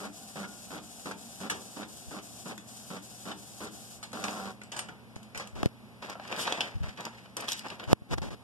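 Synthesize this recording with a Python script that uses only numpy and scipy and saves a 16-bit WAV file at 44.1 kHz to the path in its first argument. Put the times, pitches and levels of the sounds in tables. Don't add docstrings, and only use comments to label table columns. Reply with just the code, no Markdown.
import sys
import numpy as np
from scipy import signal
from scipy.fft import rfft, irfft, next_fast_len
from scipy.io import wavfile

SR = 44100
rng = np.random.default_rng(int(sys.argv[2]) if len(sys.argv) > 2 else 0)


def transcribe(u):
    v = np.clip(np.atleast_2d(u).T, -1, 1)
    q = np.round(v * 32767).astype(np.int16)
    wavfile.write(sys.argv[1], SR, q)


N = 371763
TIME = np.arange(N) / SR
FFT_SIZE = next_fast_len(N + SR // 2, True)
HZ = np.fft.rfftfreq(FFT_SIZE, 1 / SR)
MIC_LAG_SAMPLES = 21.2


def amp(db):
    return 10 ** (np.asarray(db) / 20)


def unit_rms(x):
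    return x / np.sqrt(np.mean(x ** 2) + 1e-20)


def curve(points, hz):
    point_hz, value = np.transpose(points)
    return np.interp(np.log(hz + 1), np.log(point_hz + 1), value)


def add(mix, start, sound):
    part = mix[max(round(start * SR), 0):][:len(sound)]
    part += sound[:len(part)]


def filtered(x, response):
    return irfft(rfft(x, FFT_SIZE) * response, FFT_SIZE)[..., :N]


def colour(x, spectrum):
    cepstrum = irfft(np.log(unit_rms(amp(curve(spectrum, HZ)))), FFT_SIZE)
    cepstrum[1:FFT_SIZE // 2] *= 2
    cepstrum[FFT_SIZE // 2 + 1:] = 0
    return filtered(x, np.exp(rfft(cepstrum)))


def phase(hz):
    return 2 * np.pi * np.cumsum(hz) / SR


def envelope(start, rise, length, fade):
    age = np.maximum(TIME - start, 0)
    return np.clip(age / rise, 0, 1) * np.exp(-np.maximum(age - length, 0) / fade)


def arch(start, length):
    return np.sin(np.pi * np.clip((TIME - start) / length, 0, 1))


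def drift(rate_hz):
    knots = rng.standard_normal(4000)
    return unit_rms(np.interp(TIME * rate_hz, np.arange(len(knots)), knots))


def grains(rate_hz, spread_db):
    size = amp(spread_db * np.minimum(rng.exponential(1, N), 4))
    return unit_rms(size * rng.choice([-1, 1], N) * (rng.random(N) < rate_hz / SR))


def narrowband(hz, width_hz):
    carrier = np.exp(1j * phase(hz))
    return unit_rms((carrier * (drift(width_hz) + 1j * drift(width_hz))).real)


def direct(x, right_lead):
    return np.array([x, filtered(x, np.exp(2j * np.pi * HZ * right_lead / SR))])


def diffuse(a, b):
    coherence = np.sinc(2 * HZ * MIC_LAG_SAMPLES / SR)
    return np.array([a, filtered(a, coherence) + filtered(b, np.sqrt(1 - coherence ** 2))])


def scattered(level, spectrum, rate_hz, spread_db, direct_db, right_lead):
    a, b, c = (level * grains(rate_hz, spread_db) for _ in range(3))
    pair = diffuse(a, b) + amp(direct_db) * direct(c, right_lead)
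    return colour(pair, spectrum) / np.hypot(1, amp(direct_db))


def impacts(rows, spectrum, ring_db, q, uneven_db):
    build_s, crack_s = 0.0002, 0.0011
    out, t = np.zeros(N), np.arange(SR // 5) / SR
    hz = np.fft.rfftfreq(len(t), 1 / SR)
    for start, db, length, tilt_db, pitch_hz in rows:
        flicker = np.interp(t, t[::40], rng.uniform(-1, 1, len(t[::40])))
        clumps = amp(uneven_db * np.minimum(t / .008, 1) * flicker)
        decay = np.exp(-t / length) + np.exp(-t / crack_s)
        contacts = clumps * rng.standard_normal(len(t)) * (1 - np.exp(-t / build_s)) * decay
        tilt = amp(tilt_db * np.log2(np.maximum(hz, 800) / 2500))
        ring = 1 + amp(ring_db) / (1 + 2j * q * (hz / pitch_hz - 1))
        add(out, start, amp(db) * irfft(rfft(contacts) * tilt * ring, len(t))[:len(t) // 2])
    return colour(out, spectrum)


# frequency_hz, t60_s
ROOM_DECAY = [(150, 0.75), (700, 0.36), (3000, 0.25), (8000, 0.21), (14000, 0.024)]

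def room(x, wet_db, right_lead=4.0):
    hz, t, noise = signal.stft(rng.standard_normal((2, SR // 2)), SR, nperseg=256)
    tail = signal.istft(noise * amp(-60 * t / curve(ROOM_DECAY, hz)[:, None]), SR, nperseg=256)[1]
    tail *= 1 + 3 * np.exp(-np.arange(tail.shape[1]) / SR / 0.0023)
    a, b = filtered(x, rfft(tail / np.linalg.norm(tail[0]), FFT_SIZE))
    shifting = (a + 1j * b) * np.exp(2j * np.pi * 2 * TIME)
    echoes = diffuse(shifting.real, shifting.imag)
    return (direct(x, right_lead) + amp(wet_db) * echoes) / np.hypot(1, amp(wet_db))


# frequency_hz, density_db
MURMUR_SPECTRUM = [(30, -39), (60, 1.5), (100, -2), (160, -4), (215, 8.5), (300, -6.5), (450, -8.5),
                   (750, -9.5), (1500, -16), (3000, -19), (7000, -26.5), (11500, -22.5), (14000, -41)]

def ambience():
    level = amp(-51.5 + .5 * drift(4))
    air = scattered(level, MURMUR_SPECTRUM, rate_hz=SR, spread_db=0, direct_db=-2, right_lead=7.6)
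    hum = np.sin(phase(119.5 + 0.66 * drift(4.86))) * amp(np.interp(TIME, [1, 2.5], [-62, -55]))
    return air + hum * np.array([[1], [.6]])


# start_s, length_s, final_level_db, growth_db
FINGER_RUBS = [(5.551, 0.12, -40.5, 0.5), (7.872, 0.052, -27.5, 16), (8.086, 0.025, -38.5, 18),
               (8.108, 0.032, -23.5, 11), (8.172, 0.011, -28.5, 20), (8.216, 0.0055, -32.5, -3),
               (8.225, 0.067, -42.5, -6.5), (8.302, 0.043, -42, -2)]
# start_s, strength_db, sign, rise_s, decay_s
PORT_KNOCKS = [(5.164, -27, 1, .00005, 0.0018), (5.631, -3, 1, 0.000039, 0.0002),
               (5.633, -8.5, -1, .00005, 0.00046), (5.6333, -4.5, 1, .001, 0.0014),
               (5.6586, -10, -1, 0.00025, 0.0012), (5.6592, 2, -1, 0.000043, 0.000067),
               (5.6597, 5, 1, 0.0027, 0.0017), (5.689, -21, -1, 0.000043, 0.00005),
               (7.907, -15, 1, .00005, .00005), (7.92, -3, -1, .00005, 0.000051),
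               (7.9288, -6.5, 1, .00005, 0.000079), (7.9306, 10, -1, 0.000025, 0.0005),
               (8.02, -22, 1, 0.00077, 0.0022)]
# start_s, length_s, relative_level_db
GRIP_THUDS = [(2.055, 0.056, -47), (5.35, 0.04, -45), (5.52, 0.1, -46), (6.746, 0.037, -32),
              (6.799, 0.062, -30), (6.855, 0.063, -40), (7.862, 0.03, -34), (8.126, 0.11, -41),
              (8.213, 0.11, -50)]
# frequency_hz, density_db
SKIN_SPECTRUM = [(40, 0), (150, 0.5), (350, 0), (800, -5.5), (1500, -10), (3000, -15), (6000, -17),
                 (9000, -24.5), (14000, -36)]
CASE_SPECTRUM = [(20, -43), (55, -3.5), (100, -16), (160, -20), (300, -35), (1000, -83)]

def fingers():
    grip_s, release_s = 0.0047, 0.0046
    level = np.zeros(N)
    for start, length, db, growth_db in FINGER_RUBS:
        remaining = np.clip(1 - (TIME - start) / length, 0, 1)
        level += envelope(start, grip_s, length, release_s) * amp(db - growth_db * remaining)
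    left, right = colour(level * np.array([grains(5000, 1.1), grains(5000, 2.8)]), SKIN_SPECTRUM)
    t = np.arange(SR // 20) / SR
    for start, db, sign, rise, decay in PORT_KNOCKS:
        rebound = 1 - .4 * t / decay
        push = (1 - np.exp(-t / rise)) * np.exp(-t / decay) * rebound
        add(left, start, sign * amp(db) * push)
    rumble = unit_rms(colour(rng.standard_normal(N), CASE_SPECTRUM))
    for start, length, db in GRIP_THUDS:
        left += amp(db + 2) * arch(start, length) * rumble
    return np.array([left, amp(-5) * right])


# start_s, rise_s, length_s, fade_s, relative_flex_db, relative_scrape_db
SHEET_TUGS = [(6.018, 0.0081, 0.082, 0.057, -42.5, -48.5), (6.2, 0.13, 0.41, 0.088, -39, -42),
              (6.826, 0.0077, 0.039, 0.066, -50.5, -48.5), (6.971, 0.011, 0.081, 0.039, -39.5, -49),
              (7.112, 0.029, 0.11, 0.092, -62, -57), (7.364, 0.0032, 0.082, 0.04, -44, -46.5),
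              (7.472, 0.0065, 0.03, 0.067, -50.5, -39.5), (7.596, 0.07, 0.14, 0.039, -44, -50),
              (7.791, .006, 0.051, 0.031, -42, -60)]
# start_s, length_s, level_db
EDGE_SKIMS = [(6.37, 0.09, -32), (7.471, 0.073, -36.5), (7.56, 0.043, -41.5)]
# start_s, relative_level_db, decay_s, tilt_db_per_octave, pitch_hz
SHEET_SNAPS = [(6.024, -43, 0.01, -4.5, 1400), (6.087, -50, .004, -6, 1350),
               (6.099, -53, 0.0037, 9.5, 5200), (6.128, -38.5, 0.0011, -7.5, 1300),
               (6.154, -52.5, 0.0045, -17, 740), (6.1975, -41.5, 0.0027, -12, 790),
               (6.251, -45, 0.0048, -8, 1500), (6.277, -48, 0.0027, 4.5, 5200),
               (6.3255, -29, 0.0013, -6.5, 1090), (6.363, -39.5, 0.0017, 3.5, 5170),
               (6.4715, -31, 0.0025, -2, 2900), (6.4765, -29.5, 0.0077, -6, 1560),
               (6.506, -47.5, 0.0037, -14, 740), (6.5237, -20.5, 0.0012, -3, 2800),
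               (6.55, -54, 0.0018, -4, 3100), (6.56, -44, 0.0025, -7, 2850), (6.576, -35, .002, -8, 1200),
               (6.6065, -26.5, 0.0062, -1, 3450), (6.839, -45, 0.0061, -9, 1410),
               (6.973, -47, 0.0092, -2, 1410), (7.007, -48.5, 0.0026, 7, 3180),
               (7.053, -40, .001, 7.5, 2830), (7.258, -51, 0.0049, -7.5, 1400),
               (7.368, -32, 0.0022, 5, 9700), (7.403, -38, .002, 0, 2830), (7.408, -46, 0.002, 8.5, 9500),
               (7.423, -40, 0.0022, -5, 2900), (7.451, -49, .002, -9, 800), (7.4735, -48, .001, 1, 9500),
               (7.483, -34, 0.0034, 0, 1200), (7.4875, -30, 0.0015, 2.5, 6000),
               (7.5135, -39, 0.001, 6, 4470), (7.5195, -30.5, 0.0045, 2, 7500),
               (7.5305, -35, 0.001, 6.5, 4050), (7.593, -43, 0.0022, 7, 3970), (7.684, -53, .002, 7, 5200),
               (7.702, -39.5, .003, 0.5, 1200), (7.797, -39, 0.0054, -1.5, 850),
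               (7.839, -44.5, 0.0022, 2, 3200)]
# frequency_hz, density_db
FLEX_SPECTRUM = [(50, -19.5), (200, 0), (400, -1), (560, 0.5), (800, -3), (1200, -1.5), (1800, -4.5),
                 (3000, -12.5), (8000, -32.5)]
SCRAPE_SPECTRUM = [(600, -43), (1700, 0.5), (3200, -6.5), (5000, -8), (8000, -12.5), (14000, -26.5)]
SKIM_SPECTRUM = [(1500, -26), (3000, 3), (5500, 1.5), (9000, -0.5), (14000, -9.5)]
BUCKLE_SPECTRUM = [(100, -27), (400, -11.5), (800, -5.5), (1500, -2.5), (2800, -0.5), (4500, 0.5),
                   (8000, -6.5), (14000, -19)]

def paper():
    bending, sliding = np.zeros((2, N))
    for start, rise, length, fade, flex_db, scrape_db in SHEET_TUGS:
        tug = envelope(start, rise, length, fade)
        bending += amp(flex_db) * tug
        sliding += amp(scrape_db) * tug
    bending *= amp(2.8 * drift(60))
    sliding *= amp(2.5 * drift(90))
    skimming = sum(amp(db) * arch(start, length) for start, length, db in EDGE_SKIMS)
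    flex = scattered(bending, FLEX_SPECTRUM, rate_hz=900, spread_db=2.46, direct_db=-23.5, right_lead=0)
    scrape = scattered(sliding, SCRAPE_SPECTRUM, rate_hz=1400, spread_db=1.6,
                       direct_db=-11, right_lead=-5)
    skim = scattered(skimming, SKIM_SPECTRUM, rate_hz=11000, spread_db=3.6, direct_db=-7, right_lead=0)
    note = narrowband(790 * (1 + 0.14 * drift(25)), width_hz=260)
    wobble = room(bending * note, wet_db=5, right_lead=-25)
    creases = colour(sliding * grains(110, 2.6), BUCKLE_SPECTRUM)
    buckles = impacts(SHEET_SNAPS, BUCKLE_SPECTRUM, ring_db=-2, q=3.6, uneven_db=4)
    snaps = room(buckles + amp(-12) * creases, wet_db=-1, right_lead=-1.55)
    return amp(-2) * flex + amp(-1.5) * scrape + skim + amp(-11.5) * wobble + amp(3.5) * snaps


# slip_rate_multiple, relative_level_db
SLIP_HARMONICS = [(4, -15), (5, -16), (6, 1.5), (7, -5), (9, -1)]

def roller_squeak():
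    start_s, length_s, slip_hz, axle_hz = .431, 0.027, 237.8, 1430
    rub = arch(start_s, length_s) * amp(2.1 * drift(300))
    slips = phase(slip_hz * (1 + 0.016 * drift(198)))
    chirp = rub * sum(amp(db) * np.sin(order * slips) for order, db in SLIP_HARMONICS)
    ringing = envelope(start_s, length_s, length_s, fade=0.052) * amp(2 * drift(63))
    axle = ringing * np.sin(2 * np.pi * axle_hz * TIME)
    return amp(-40.5) * direct(chirp + amp(-6) * axle, right_lead=3.4)


# start_s, length_s, relative_level_db, stop_knock_db
FEED_STEPS = [(0.002, 0.067, -37, -52), (0.356, 0.091, -38, -45), (0.705, 0.073, -37.5, -44.5),
              (1.056, 0.056, -35.5, -39), (1.403, 0.065, -36.5, -47), (1.762, 0.068, -38.5, -43.5),
              (2.108, 0.079, -39.5, -46), (2.456, 0.063, -37.5, -49), (2.902, 0.065, -38, -44),
              (3.254, 0.06, -37.5, -41), (3.604, 0.066, -38, -44.5)]
# shaft_rate_multiple, relative_level_db
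GEAR_HARMONICS = [(2, 1.5), (3, 0.5), (4, -4.5), (6, -10), (9, -20)]
# frequency_hz, density_db
GEAR_SPECTRUM = [(25, -53), (60, -5), (130, -16.5), (195, 7), (250, -0.5), (310, -16), (480, -2), (770, -7),
                 (1050, -6), (1400, -5), (2100, -15), (4000, -15), (8000, -19.5), (11000, -31),
                 (14000, -33)]
# pitch_hz, relative_level_db
MOTOR_PARTIALS = [(380, -19.5), (657, -21), (762, -11.5), (1104, -19.5), (1260, -38), (1380, -16.5)]

def rollers():
    shaft_hz, whine_rise_s = 102, 0.065
    eject = (4.13, 0.379, -37)
    level, strain, speed, cruising = np.zeros((4, N))
    for start, length, db, *_ in FEED_STEPS + [eject]:
        age = np.maximum(TIME - start, 0)
        running = envelope(start, 0.00092, length, fade=.016)
        level += amp(db) * running
        strain += amp(db) * running * np.exp(-age / 0.2)
        speed += running * (1 - np.exp(-age / .008))
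        cruising += amp(db) * running * (1 - np.exp(-age / whine_rise_s))
    shaft = phase(shaft_hz * (.75 + .25 * speed) * (1 + 0.0385 * drift(60)))
    hum = np.zeros(N)
    for order, db in GEAR_HARMONICS:
        backlash = unit_rms(amp(3.2 * drift(110)))
        hum += amp(db) * backlash * np.sin(order * shaft + rng.uniform(0, 2 * np.pi))
    mesh = level * unit_rms(1 + .3 * np.sin(shaft)) * amp(drift(70))
    chatter = scattered(mesh, GEAR_SPECTRUM, rate_hz=4000, spread_db=2.05, direct_db=-2, right_lead=8.4)
    turning = phase(1 + .015 * drift(90))
    whine = cruising * sum(amp(db + 2.4 * drift(50)) * np.sin(hz * turning) for hz, db in MOTOR_PARTIALS)
    buzz = room(amp(-6.5) * strain * hum, wet_db=-2.5)
    return amp(-3) * chatter + buzz + amp(3) * direct(whine, right_lead=6.4)


# start_s, relative_level_db, decay_s,
# tilt_db_per_octave, pitch_hz
LEVER_CLACKS = [(1.4983, -28, 0.0069, -0.5, 3380), (1.5125, -33.5, 0.0041, 0, 1210),
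                (1.519, -45, 0.0074, -10.5, 460), (2.578, -43, 0.0022, 2, 3470),
                (4.028, -42.5, 0.012, 0.5, 3600), (4.118, -43, .0005, 0, 8980),
                (4.13, -43, 0.0057, 1, 2775), (4.2395, -23.5, 0.0021, -3, 1430),
                (4.2502, -36, 0.0013, -7, 640), (4.282, -28.5, 0.0011, -5, 1620),
                (4.308, -41, 0.00099, 3, 1310), (4.615, -44, 0.0034, -3.5, 1470),
                (4.635, -46.5, 0.0013, 0, 7800), (4.718, -35, 0.0059, -1, 2880),
                (4.727, -47.5, 0.069, -3, 730), (4.765, -37.5, 0.0075, -0.5, 7800),
                (4.775, -43, 0.016, -2.5, 1310), (4.7905, -30, 0.0041, 0.5, 9100),
                (4.886, -42, 0.0074, -6.5, 1470), (5.158, -46, 0.0051, -1.5, 7860),
                (5.23, -47.5, .0006, 3.5, 12000), (5.347, -43.5, 0.036, -4, 2350),
                (5.375, -38, 0.0034, 3.5, 5300), (5.398, -39, 0.016, -3.5, 1270),
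                (5.473, -41.5, 0.0004, 3, 12100)]
# frequency_hz, density_db
PLASTIC_SPECTRUM = [(25, -55), (80, -7.5), (200, -7.5), (500, -6), (900, -3.5), (1500, -3.5), (2300, -2.5),
                    (3200, -4.5), (5000, -2), (8000, -1.5), (11000, -10), (14000, -17.5)]
# pitch_hz, relative_level_db, t60_s
FRAME_MODES = [(454, -11, 0.11), (970, -26, 0.09), (1240, -7, 0.3), (1806, 27, 0.075), (2800, -13, 0.08),
               (3350, 4, 0.086), (5000, 5, 0.031)]

def levers():
    t = np.arange(SR // 5) / SR
    modes = sum(amp(db - 60 * t / t60) * np.sin(2 * np.pi * hz * t) for hz, db, t60 in FRAME_MODES)
    body = 1 + amp(-27.5) * rfft(modes / np.linalg.norm(modes), FFT_SIZE)
    rattle_s, tilt_db, pitch_hz = 0.0078, -4, 3500
    gear_stops = [(start + length, db, rattle_s, tilt_db, pitch_hz) for start, length, _, db in FEED_STEPS]
    hits = LEVER_CLACKS + gear_stops
    out = np.zeros((2, N))
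    for place in range(2):
        clacks = impacts(hits[place::2], PLASTIC_SPECTRUM, ring_db=-0.5, q=7.6, uneven_db=8.5)
        out += room(filtered(clacks, body), wet_db=6)
    return amp(5) * out


# start_s, end_s, braking_s
PARKING_TRIPS = [(3.696, 4.03, 0.088), (4.127, 4.578, 0.23)]
# frequency_hz, density_db
RAIL_SPECTRUM = [(100, -12.5), (250, -10), (500, -9), (700, -2), (1000, -25), (1430, -9.5), (2000, -16),
                 (3700, -8), (4900, -4.5), (6000, -2), (7800, 0.5), (10500, -4.5), (14000, -11.5)]
# pitch_hz, relative_level_db
DRIVE_PARTIALS = [(720, -21), (778, -18.5)]

def print_head():
    lead_s, lag_s, ramp_s = .25, 0.017, 0.035
    turn_share, sag_share, settle_s = 0.33, .13, .05
    passes = [(start - lead_s, start + length + lag_s, ramp_s) for start, length, _, _ in FEED_STEPS]
    speed = turn_share * (TIME < PARKING_TRIPS[-1][1 - 1] + ramp_s)
    pitch = np.ones(N)
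    for start, end, braking in passes + PARKING_TRIPS:
        ramps = np.minimum((TIME - start) / ramp_s, (end - TIME) / braking)
        speed = np.maximum(speed, np.minimum(ramps, 1))
        age = np.maximum(TIME - start, 0)
        pitch -= sag_share * (TIME > start) / (1 + (age / settle_s) ** 4)
    level = amp(-45 + 1.1 * drift(70)) * speed
    hiss = scattered(level, RAIL_SPECTRUM, rate_hz=14000, spread_db=2.2, direct_db=-11, right_lead=3.6)
    turning = phase(pitch * (1 + .005 * drift(40)))
    notes = sum(amp(db + 3.3 * drift(23)) * np.sin(hz * turning) for hz, db in DRIVE_PARTIALS)
    return hiss + room(notes * level, wet_db=-22)


# frequency_hz, gain_db
RIGHT_RESPONSE = [(100, 2.5), (700, -5), (2400, 1), (4400, -2), (8000, -4.5), (14000, -11.5)]

def scene():
    left, right = ambience() + print_head() + rollers() + roller_squeak() + levers() + paper()
    return np.array([left, filtered(right, amp(curve(RIGHT_RESPONSE, HZ)))]) + fingers()


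def gain_control(x):
    threshold_db, slope = -19, 0.53
    power_db = 10 * np.log10(signal.lfilter([.004], [1, -.996], (x ** 2).mean(0)) + 1e-12)
    fall_db = TIME * 45
    held_db = np.maximum.accumulate(power_db + fall_db) - fall_db
    over_db = signal.lfilter([.005], [1, -.995], np.maximum(held_db - threshold_db, 0))
    return x / amp(slope * over_db)


# frequency_hz, gain_db
CROSSFEED = [(40, -2), (300, -.6), (1000, -.15), (4150, -.3), (5200, -4.5), (6400, -11), (10000, -24),
             (14000, -20)]

def record(dry):
    cross = np.exp(-2j * np.pi * HZ * MIC_LAG_SAMPLES / SR) * amp(curve(CROSSFEED, HZ))
    pair = (dry - filtered(dry[::-1], cross)) / np.sqrt(2)
    lift_hz, cutoff_hz = 115, 14500
    ratio = 1j * HZ / lift_hz
    lift = 1 + 1.47 * ratio / (1 + 0.94 * ratio + ratio ** 2)
    limited = np.clip(gain_control(filtered(pair, lift)), -.9, .9)
    lowpass = signal.firwin(511, cutoff_hz, window=("kaiser", 8), fs=SR)
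    return signal.oaconvolve(limited, lowpass[None], "same")


dry = scene()
out = record(dry)
transcribe(out)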